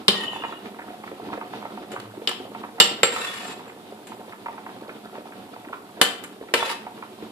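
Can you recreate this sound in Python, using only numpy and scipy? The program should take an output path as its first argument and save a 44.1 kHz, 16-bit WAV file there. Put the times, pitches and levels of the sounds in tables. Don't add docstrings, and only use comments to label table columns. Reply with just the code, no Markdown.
import sys
import numpy as np
from scipy import signal
from scipy.fft import rfft, irfft
from scipy.io import wavfile
from scipy.ndimage import uniform_filter1d

SR = 44100
rng = np.random.default_rng(int(sys.argv[2]) if len(sys.argv) > 2 else 0)


def inscribe(sig):
    pcm = np.round(np.clip(np.atleast_2d(sig).T, -1, 1) * 32767)
    wavfile.write(sys.argv[1], SR, pcm.astype(np.int16))


N = 322371
TIME_S = np.arange(N) / SR
RING_S = np.arange(SR // 2) / SR


# time_s, level_db
BOIL_STRENGTH = [(0, -40), (.41, -41), (.83, -45.5), (1.5, -41.5), (2.1, -43.5), (2.9, -43.5),
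                 (3.44, -41.5), (3.75, -46), (4.5, -44), (6.7, -45), (7.31, -43)]
# pitch_hz, width_hz, gain_db
POT_AIR_MODES = [(216, 100, -23), (290, 30, -39), (417, 22, -11), (503, 39, -35.5), (728, 17.3, 7),
                 (910, 46, 1.5), (1313, 65, -1)]
# freq_hz, density_db
SIMMER_SPECTRUM = [(18, -35), (45, -43), (70, -24), (110, -6), (160, -8), (205, 4.5), (270, 0), (450, -0.5),
                   (540, -10), (730, -4.5), (1300, -15), (1900, -17.5), (3600, -15.5), (8000, -38.5)]

def boiling(small_db=-3, simmer_db=-2, throb_db=2.5, right_db=0.6, right_lead_s=.00016):
    strength = amp(np.interp(TIME_S, *np.transpose(BOIL_STRENGTH)))
    pops = burst_events()
    bubbles = large_bubbles(pops) + splashes(pops) + amp(small_db) * strength * small_bubbles()
    hollow = sum(amp(db) * resonate(bubbles, hz, width) for hz, width, db in POT_AIR_MODES)
    simmer = unit(colour(diffuse_noise(N), SIMMER_SPECTRUM))
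    simmer *= strength * amp(simmer_db + throb_db * wander(30))
    left, right = bubbles + hollow + simmer
    left = np.interp(TIME_S - right_lead_s, TIME_S, left)
    return np.array([left * amp(-right_db / 2), right * amp(right_db / 2)])


# time_s, level_db, pitch_hz
LOUD_BURSTS = [(0.334, -25, 840), (0.362, -24.5, 840), (0.44, -15.5, 974), (0.494, -28, 870),
               (0.526, -25.5, 1150), (0.792, -29.5, 765), (0.906, -30.5, 586), (1.041, -26.5, 1030),
               (1.079, -29.5, 1460), (1.118, -26, 440), (1.232, -29, 320), (1.291, -31, 910),
               (1.332, -21.5, 1090), (1.378, -23, 510), (1.415, -22.5, 990), (1.537, -24.5, 814),
               (1.628, -27.5, 910), (1.655, -23.5, 750), (1.777, -28, 804), (1.941, -28.5, 530),
               (1.965, -21.5, 1110), (2.177, -29.5, 353), (2.221, -26.5, 427), (2.315, -22.5, 960),
               (2.403, -28.5, 338), (2.551, -24.5, 890), (2.64, -24, 1040), (3.164, -18, 1070),
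               (3.925, -30.5, 450), (4.121, -29.5, 890), (4.325, -31.5, 1650), (4.463, -21.5, 950),
               (4.487, -23.5, 860), (4.582, -28.5, 870), (4.666, -25.5, 930), (5.156, -28, 820),
               (5.184, -26, 504), (5.565, -31, 830), (5.732, -22, 1170), (6.248, -30, 1470),
               (6.414, -28, 415), (6.628, -14.5, 950), (6.869, -23.5, 820), (7.028, -25, 1010),
               (7.227, -26, 322)]

def burst_events(stray_per_s=6, stray_db=-34.5, stray_hz=960, twin_s=.008, twin_db=-7, count=120):
    moment, twin_wait = rng.random((2, count))
    size, pitch = rng.standard_normal((2, count))
    times_s = np.cumsum(-np.log(1 - moment)) / stray_per_s
    strays = np.c_[times_s, stray_db + 2 * size, stray_hz * 2 ** (.78 * np.clip(pitch, -2, 2))]
    first = LOUD_BURSTS + [row for row in strays if row[0] < N / SR]
    twins = [(s + twin_s * (.5 + wait), db + twin_db, hz * .89)
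             for (s, db, hz), wait in zip(first, twin_wait)]
    return first + twins


def plop(hz, swell_cycles, rise=0.068):
    cycles = hz * RING_S[:900]
    age = cycles / swell_cycles
    envelope = (age * np.exp(1 - age)) ** 2
    return envelope * np.sin(2 * np.pi * (cycles * (1 + rise * np.tanh(age - 1)) + rng.random()))


def large_bubbles(pops, swell_cycles=.86, gurgle_db=-15, gurgle_s=0.011, db_per_octave=-7):
    out = np.zeros(N)
    for s, db, hz in pops:
        add(out, s - swell_cycles / hz, amp(db) * plop(hz, swell_cycles))
        for wait, pitch in rng.random((7, 2)):
            delay_s = gurgle_s * (-np.log(1 - .97 * wait) - .55)
            octaves = 2 * pitch - .6
            gain = amp(db + gurgle_db + db_per_octave * max(octaves, 0))
            add(out, s + delay_s, gain * plop(hz * 2 ** octaves, swell_cycles))
    return out


def splashes(pops, gain_db=-12, low_hz=850, high_hz=2600, decay_s=0.00793, db_per_octave=5):
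    out, t = np.zeros(N), RING_S[:1500]
    for s, db, hz in pops:
        spit = rng.standard_normal(len(t)) * np.exp(-t / decay_s)
        add(out, s - decay_s / 2, amp(db + gain_db + db_per_octave * np.log2(hz / 1000)) * spit)
    return butterworth(out, 4, [low_hz, high_hz], "band") * np.sqrt(SR / 2 / (high_hz - low_hz))


def small_bubbles(per_s=640, spread_db=4, db_per_octave=-4, surge_db=3.5, pitches=30):
    out = np.zeros(N)
    for hz in np.geomspace(260, 4300, pitches):
        sizes = amp(spread_db * np.minimum(rng.exponential(1, N), 3))
        onsets = rng.random(N) < per_s / pitches / SR
        plops = signal.oaconvolve(sizes * onsets, plop(hz, swell_cycles=.74 + hz / 2500))[:N]
        out += amp(db_per_octave * max(np.log2(hz / 700), 0)) * plops
    return unit(out * amp(surge_db * wander(35)))


# start_s, strength_db, clang_lift_db, tick_lift_db, spoon_db, t60_ratio
KNOCKS = [(0.0813, -19.5, 9, -5.5, -45, 0.71), (1.917, -41, -5, -6, -54, 1.9), (2, -44, 0.5, -6, -68, .4),
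          (2.274, -29.5, 10, -11, -42, 0.59), (2.291, -31, -20, -5, -59, 0.5),
          (2.8007, -14, 7, -3.5, -19.5, 0.71), (3.032, -14.5, -2.5, -12, -21, 0.55),
          (3.138, -43.5, 1, 1, -40, 3.1), (3.679, -49, -16, -13, -61, 1.2), (4.07, -46, -5, -2, -58, 1.5),
          (6.0142, -15, 1.5, -2, -34, 0.73), (6.238, -42, -3, 1.5, -59, 0.6),
          (6.5386, -17.5, -2.5, -9, -52, 0.89)]
# low_hz, high_hz, weak_base_t60_s, strong_gain_db
KNOCK_REGISTERS = [(188.5, 596, 0.095, 0), (596.6, 2690, 0.08, -6), (2695, 5400, 0.076, -5),
                   (5437, 14000, .075, -7.5)]
# pitch_hz, relative_db, t60_s
SPOON_MODES = [(7530, -5, 0.16), (7470, -17, 0.15), (9420, -16, 0.071)]

def spoon_knocks(thud_lift_db=-7, weak_db=-4, crack_db=-7.5, crack_base_t60_s=0.049, wall_trim_db=-1):
    out = np.zeros((2, N))
    for start_s, strength_db, clang_lift_db, tick_lift_db, spoon_db, t60_ratio in KNOCKS:
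        lifts_db = (thud_lift_db, 0, clang_lift_db, tick_lift_db)
        for (low_hz, high_hz, base_t60_s, strong_db), lift_db in zip(KNOCK_REGISTERS, lifts_db):
            wall = amp(weak_db) * weak_modes(low_hz, high_hz, t60_ratio * base_t60_s)
            wall += amp(strong_db) * strong_modes(low_hz, high_hz, t60_ratio)
            wall += amp(crack_db) * crack(low_hz, high_hz, t60_ratio * crack_base_t60_s)
            add(out, start_s, amp(strength_db + lift_db + wall_trim_db) * wall)
        add(out, start_s, amp(spoon_db) * unit_attack(ring(SPOON_MODES, apart_hz=40000)))
    pot_bottom = ring([(200.4, -18.5, .17)])
    add(out, KNOCKS[0][0], pot_bottom)
    return butterworth(out, 2, 165, "high")


# pitch_hz, relative_db, base_t60_s
WALL_MODES = [(198, -8, .13), (365, -3, .09), (412, -1, .1), (471, 3, .17), (775, -5, .2), (915, -6, .18),
              (990, -5, .16), (1351, 1, .19), (1762, 0, .2), (2034, -3, .18), (2365, -4, .17),
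              (2574, -4, .16), (2835, -4, .15), (2963, 4, .18), (3135, -2, .15), (3638, -3, .16),
              (4050, -4, .15), (4420, -5, .17), (5060, -8, .1), (6020, -4, .09), (9615, 0, .1),
              (11092, -3, .12), (13750, -11, .1)]

def strong_modes(low_hz, high_hz, t60_ratio, detune=0.0043, spread_db=1):
    modes = [(hz * (1 + detune * rng.standard_normal()),
              db + spread_db * rng.standard_normal(), t60_ratio * t60_s)
             for hz, db, t60_s in WALL_MODES + WALL_MODES if low_hz <= hz < high_hz]
    return unit_attack(ring(modes))


# freq_hz, relative_db
WEAK_MODE_SPECTRUM = [(170, -23.5), (400, -22.5), (650, -7), (1000, 16.5), (2400, 15), (3100, 9),
                      (4400, 0.5), (5600, -15), (7500, 2.5), (10500, -9), (14000, -35)]

def weak_modes(low_hz, high_hz, mean_t60_s, count=45):
    place, life = rng.random((2, count))
    hz = low_hz + (high_hz - low_hz) * (np.arange(count) + place) / count
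    return unit_attack(ring(np.c_[hz, curve_at(WEAK_MODE_SPECTRUM, hz), mean_t60_s * (.5 + life)]))


def crack(low_hz, high_hz, t60_s):
    burst = diffuse_noise(len(RING_S)) * amp(-60 * RING_S / t60_s)
    return unit_attack(butterworth(burst, 5, [low_hz, high_hz], "band"))


# start_s, length_s, friction_db, drift_db_per_s, push_s, push_db, first_hz, second_hz,
# first_lift_db, second_lift_db, slide_per_s, waver_ratio, flare_db, grit_db, bowl_db
STROKES = [(0.139, 0.43, -32, -37.5, .265, 6, 2990, 1830, 19, 5.5, -0.1, 0.0087, 5, -13, -40),
           (3.121, 0.41, -33.5, -14, 3.25, 4.5, 2560, 1830, 5, 6.5, -.11, 0.014, 5, 2, -11),
           (6.573, 0.15, -31.5, 15, 6.714, 1.5, 950, 2600, 7, 2, 0.095, .012, 8.5, 2, -40)]
# pitch_hz, width_hz, relative_db
CONTACT_MODES = [(484, 93, -4), (922, 140, -4), (1120, 450, -3), (1828, 82, -4), (2616, 117, -5),
                 (2920, 190, -7), (3470, 110, 0.5), (3840, 230, -5.5), (4600, 210, -19), (6000, 70, -20),
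                 (7000, 630, -13.5), (10230, 410, -17.5)]
# freq_hz, density_db
GRIT_SPECTRUM = [(60, -40), (200, -15), (500, -8), (1400, 6.5), (2300, 5), (3700, 1), (5000, -2.5),
                 (6200, -10), (7500, -9), (9000, -8), (10500, -11), (14000, -20)]

def spoon_scrapes(trim_db=1, chatter_db=2, push_share=.11, lift_off_s=.07, lift_off_db_per_s=600):
    out = np.zeros((2, N))
    for (start_s, length_s, friction_db, drift_db_per_s, push_s, push_db, first_hz, second_hz,
         first_lift_db, second_lift_db, slide_per_s, waver_ratio, flare_db, grit_db, bowl_db) in STROKES:
        span = slice(int(start_s * SR), int((start_s + length_s + lift_off_s) * SR))
        t = TIME_S[span] - start_s
        slips = diffuse_noise(N) * amp(chatter_db * wander(120))
        slide = 1 + slide_per_s * (t - t.mean())
        squeal = 0
        for hz, width_hz, mode_db in CONTACT_MODES:
            lift_db = first_lift_db * (abs(hz / first_hz - 1) < .06)
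            lift_db += second_lift_db * (abs(hz / second_hz - 1) < .06)
            path_hz = hz * slide * (1 + waver_ratio * wander(22)[span])
            voice = resonate(resonate(slips[:, span], path_hz, width_hz), path_hz, width_hz)
            squeal += amp(mode_db + lift_db) * unit(voice * amp(flare_db * wander(28)[span]))
        rasp = unit(squeal) + amp(grit_db) * unit(colour(slips, GRIT_SPECTRUM)[:, span])
        bowl = resonate(slips[:, span], SPOON_MODES[0][0], width_hz=70)
        rasp += amp(bowl_db) * unit(bowl * amp(flare_db * wander(27.95)[span]))
        rasp /= np.sqrt(uniform_filter1d((rasp ** 2).mean(0), size=2000))
        push = np.exp(-((TIME_S[span] - push_s) / (push_share * length_s)) ** 2)
        fall_db = lift_off_db_per_s * np.maximum(t - length_s, 0)
        level_db = trim_db + friction_db + drift_db_per_s * t + push_db * push - fall_db
        add(out, start_s, rasp * amp(level_db))
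    return out


# freq_hz, density_db
FIZZ_SPECTRUM = [(500, -31), (1800, -15), (3300, -10), (4400, 0), (6100, -5), (7500, -1), (10000, -0.5),
                 (14000, -3.5)]

def fizz(level_db=-57, prickle_db=-10, per_s=150):
    prickle = (rng.random(N) < per_s / SR) * rng.standard_normal((2, N))
    hiss = rng.standard_normal((2, N)) + amp(prickle_db) * unit(prickle)
    return amp(level_db + .5 * wander(3.09)) * unit(colour(hiss, FIZZ_SPECTRUM))


# centre_s, level_db, pitch_hz, half_length_s
BUMPS = [(1.997, -43, 118, 0.046), (2.089, -43, 110.3, .11)]

def bumps():
    out = np.zeros(N)
    for centre_s, db, hz, half_length_s in BUMPS:
        t = np.arange(0, half_length_s * 2, 1 / SR)
        envelope = amp(db) * np.hanning(len(t)) ** 2
        add(out, centre_s - half_length_s, envelope * np.sin(2 * np.pi * hz * t))
    return out


# freq_hz, t60_s
KITCHEN_DECAY = [(150, 0.5), (600, 0.49), (3000, 0.42), (7000, 0.32), (14000, 0.28)]

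def kitchen(x, gap_s=0.0013, build_s=0.014):
    size = len(RING_S)
    taps = diffuse(rng.standard_normal((2, size)) * (rng.random((2, size)) < .1))
    hz, t, bands = signal.stft(taps, SR, nperseg=256)
    decay = amp(-60 * t / curve_at(KITCHEN_DECAY, hz)[:, None])
    tail = signal.istft(bands * decay, SR, nperseg=256)[1][:, :size]
    tail *= np.clip((RING_S - gap_s) / build_s, 0, 1)
    return signal.fftconvolve(x, tail / np.linalg.norm(tail[0]), axes=1)[:, :N]


# freq_hz, correlation
FIELD_CORRELATION = [(60, 0.25), (130, 0.93), (290, 1), (640, 0.67), (1400, 0.18), (3000, 0.015)]

def diffuse(pair):
    size = pair.shape[-1]
    left, other = rfft(pair)
    alike = curve_at(FIELD_CORRELATION, np.fft.rfftfreq(size, 1 / SR))
    return irfft(np.array([left, alike * left + np.sqrt(1 - alike ** 2) * other]), size)


def diffuse_noise(size):
    return diffuse(rng.standard_normal((2, size)))


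def ring(modes, apart_hz=2200):
    hz, db, t60_s = np.transpose(modes)[:, :, None]
    start, skew = rng.uniform(-np.pi, np.pi, (len(hz), 2)).T[:, :, None]
    t = RING_S[:int(min(t60_s.max(), .5) * SR)]
    fade = amp(db - 60 * t / t60_s)
    phase = 2 * np.pi * hz * t + start
    skew = skew * np.minimum(hz / apart_hz, 1)
    out = np.zeros((2, len(RING_S)))
    add(out, 0, np.array([(fade * np.sin(phase + side * skew)).sum(0) for side in (-.5, .5)]))
    return out


def resonate(x, hz, width_hz):
    carrier = np.exp(2j * np.pi * np.cumsum(hz * np.ones(x.shape[-1])) / SR)
    pole = np.exp(-np.pi * width_hz / SR)
    return 2 * (carrier * signal.lfilter([1 - pole], [1, -pole], x / carrier + 1e-18)).real


def wander(knots_per_s):
    knots = rng.standard_normal(1600)
    return unit(np.interp(TIME_S * knots_per_s, np.arange(len(knots)), knots))


def curve_at(points, hz):
    knots_hz, values = np.transpose(points)
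    return np.interp(np.log(hz + 1), np.log(knots_hz + 1), values)


def colour(x, spectrum):
    return irfft(rfft(x) * amp(curve_at(spectrum, np.fft.rfftfreq(N, 1 / SR))), N)


def pan_bands(pair, balance):
    return np.array([colour(x, [(hz, side * db) for hz, db in balance])
                     for x, side in zip(pair, (.5, -.5))])


def butterworth(x, order, edges_hz, kind):
    return signal.sosfilt(signal.butter(order, edges_hz, kind, fs=SR, output="sos"), x)


def amp(db):
    return 10 ** (np.asarray(db) / 20)


def unit(x):
    return x / np.sqrt(np.mean(x ** 2) + 1e-20)


def unit_attack(x):
    return x / np.sqrt(np.mean(x[:, :1100] ** 2) + 1e-20)


def add(mix, start_s, sound):
    part = mix[..., max(round(start_s * SR), 0):][..., :sound.shape[-1]]
    part += sound[..., :part.shape[-1]]


# freq_hz, left_minus_right_db
SPOON_BALANCE = [(7500, 1), (9500, 6.5), (11500, 7.5)]

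def scene(spoon_room_db=-8, water_room_db=-9):
    spoon = pan_bands(spoon_knocks() + spoon_scrapes(), SPOON_BALANCE)
    water = boiling()
    room = kitchen(amp(spoon_room_db) * spoon + amp(water_room_db) * water)
    return spoon + water + room + fizz() + bumps()


# freq_hz, left_minus_right_db
MIC_BALANCE = [(180, -1.5), (400, 0.5), (900, -4), (1900, 0), (3600, 2), (6500, -2), (12500, -2.5)]

def record(dry, low_cut_hz=55, high_cut_hz=14650):
    pair = pan_bands(butterworth(dry, 2, low_cut_hz, "high"), MIC_BALANCE)
    low_pass = signal.firwin(301, high_cut_hz, window=("kaiser", 8), fs=SR)
    return signal.oaconvolve(np.clip(pair, -1, 1), low_pass[None], "same")


dry = scene()
out = record(dry)
inscribe(out)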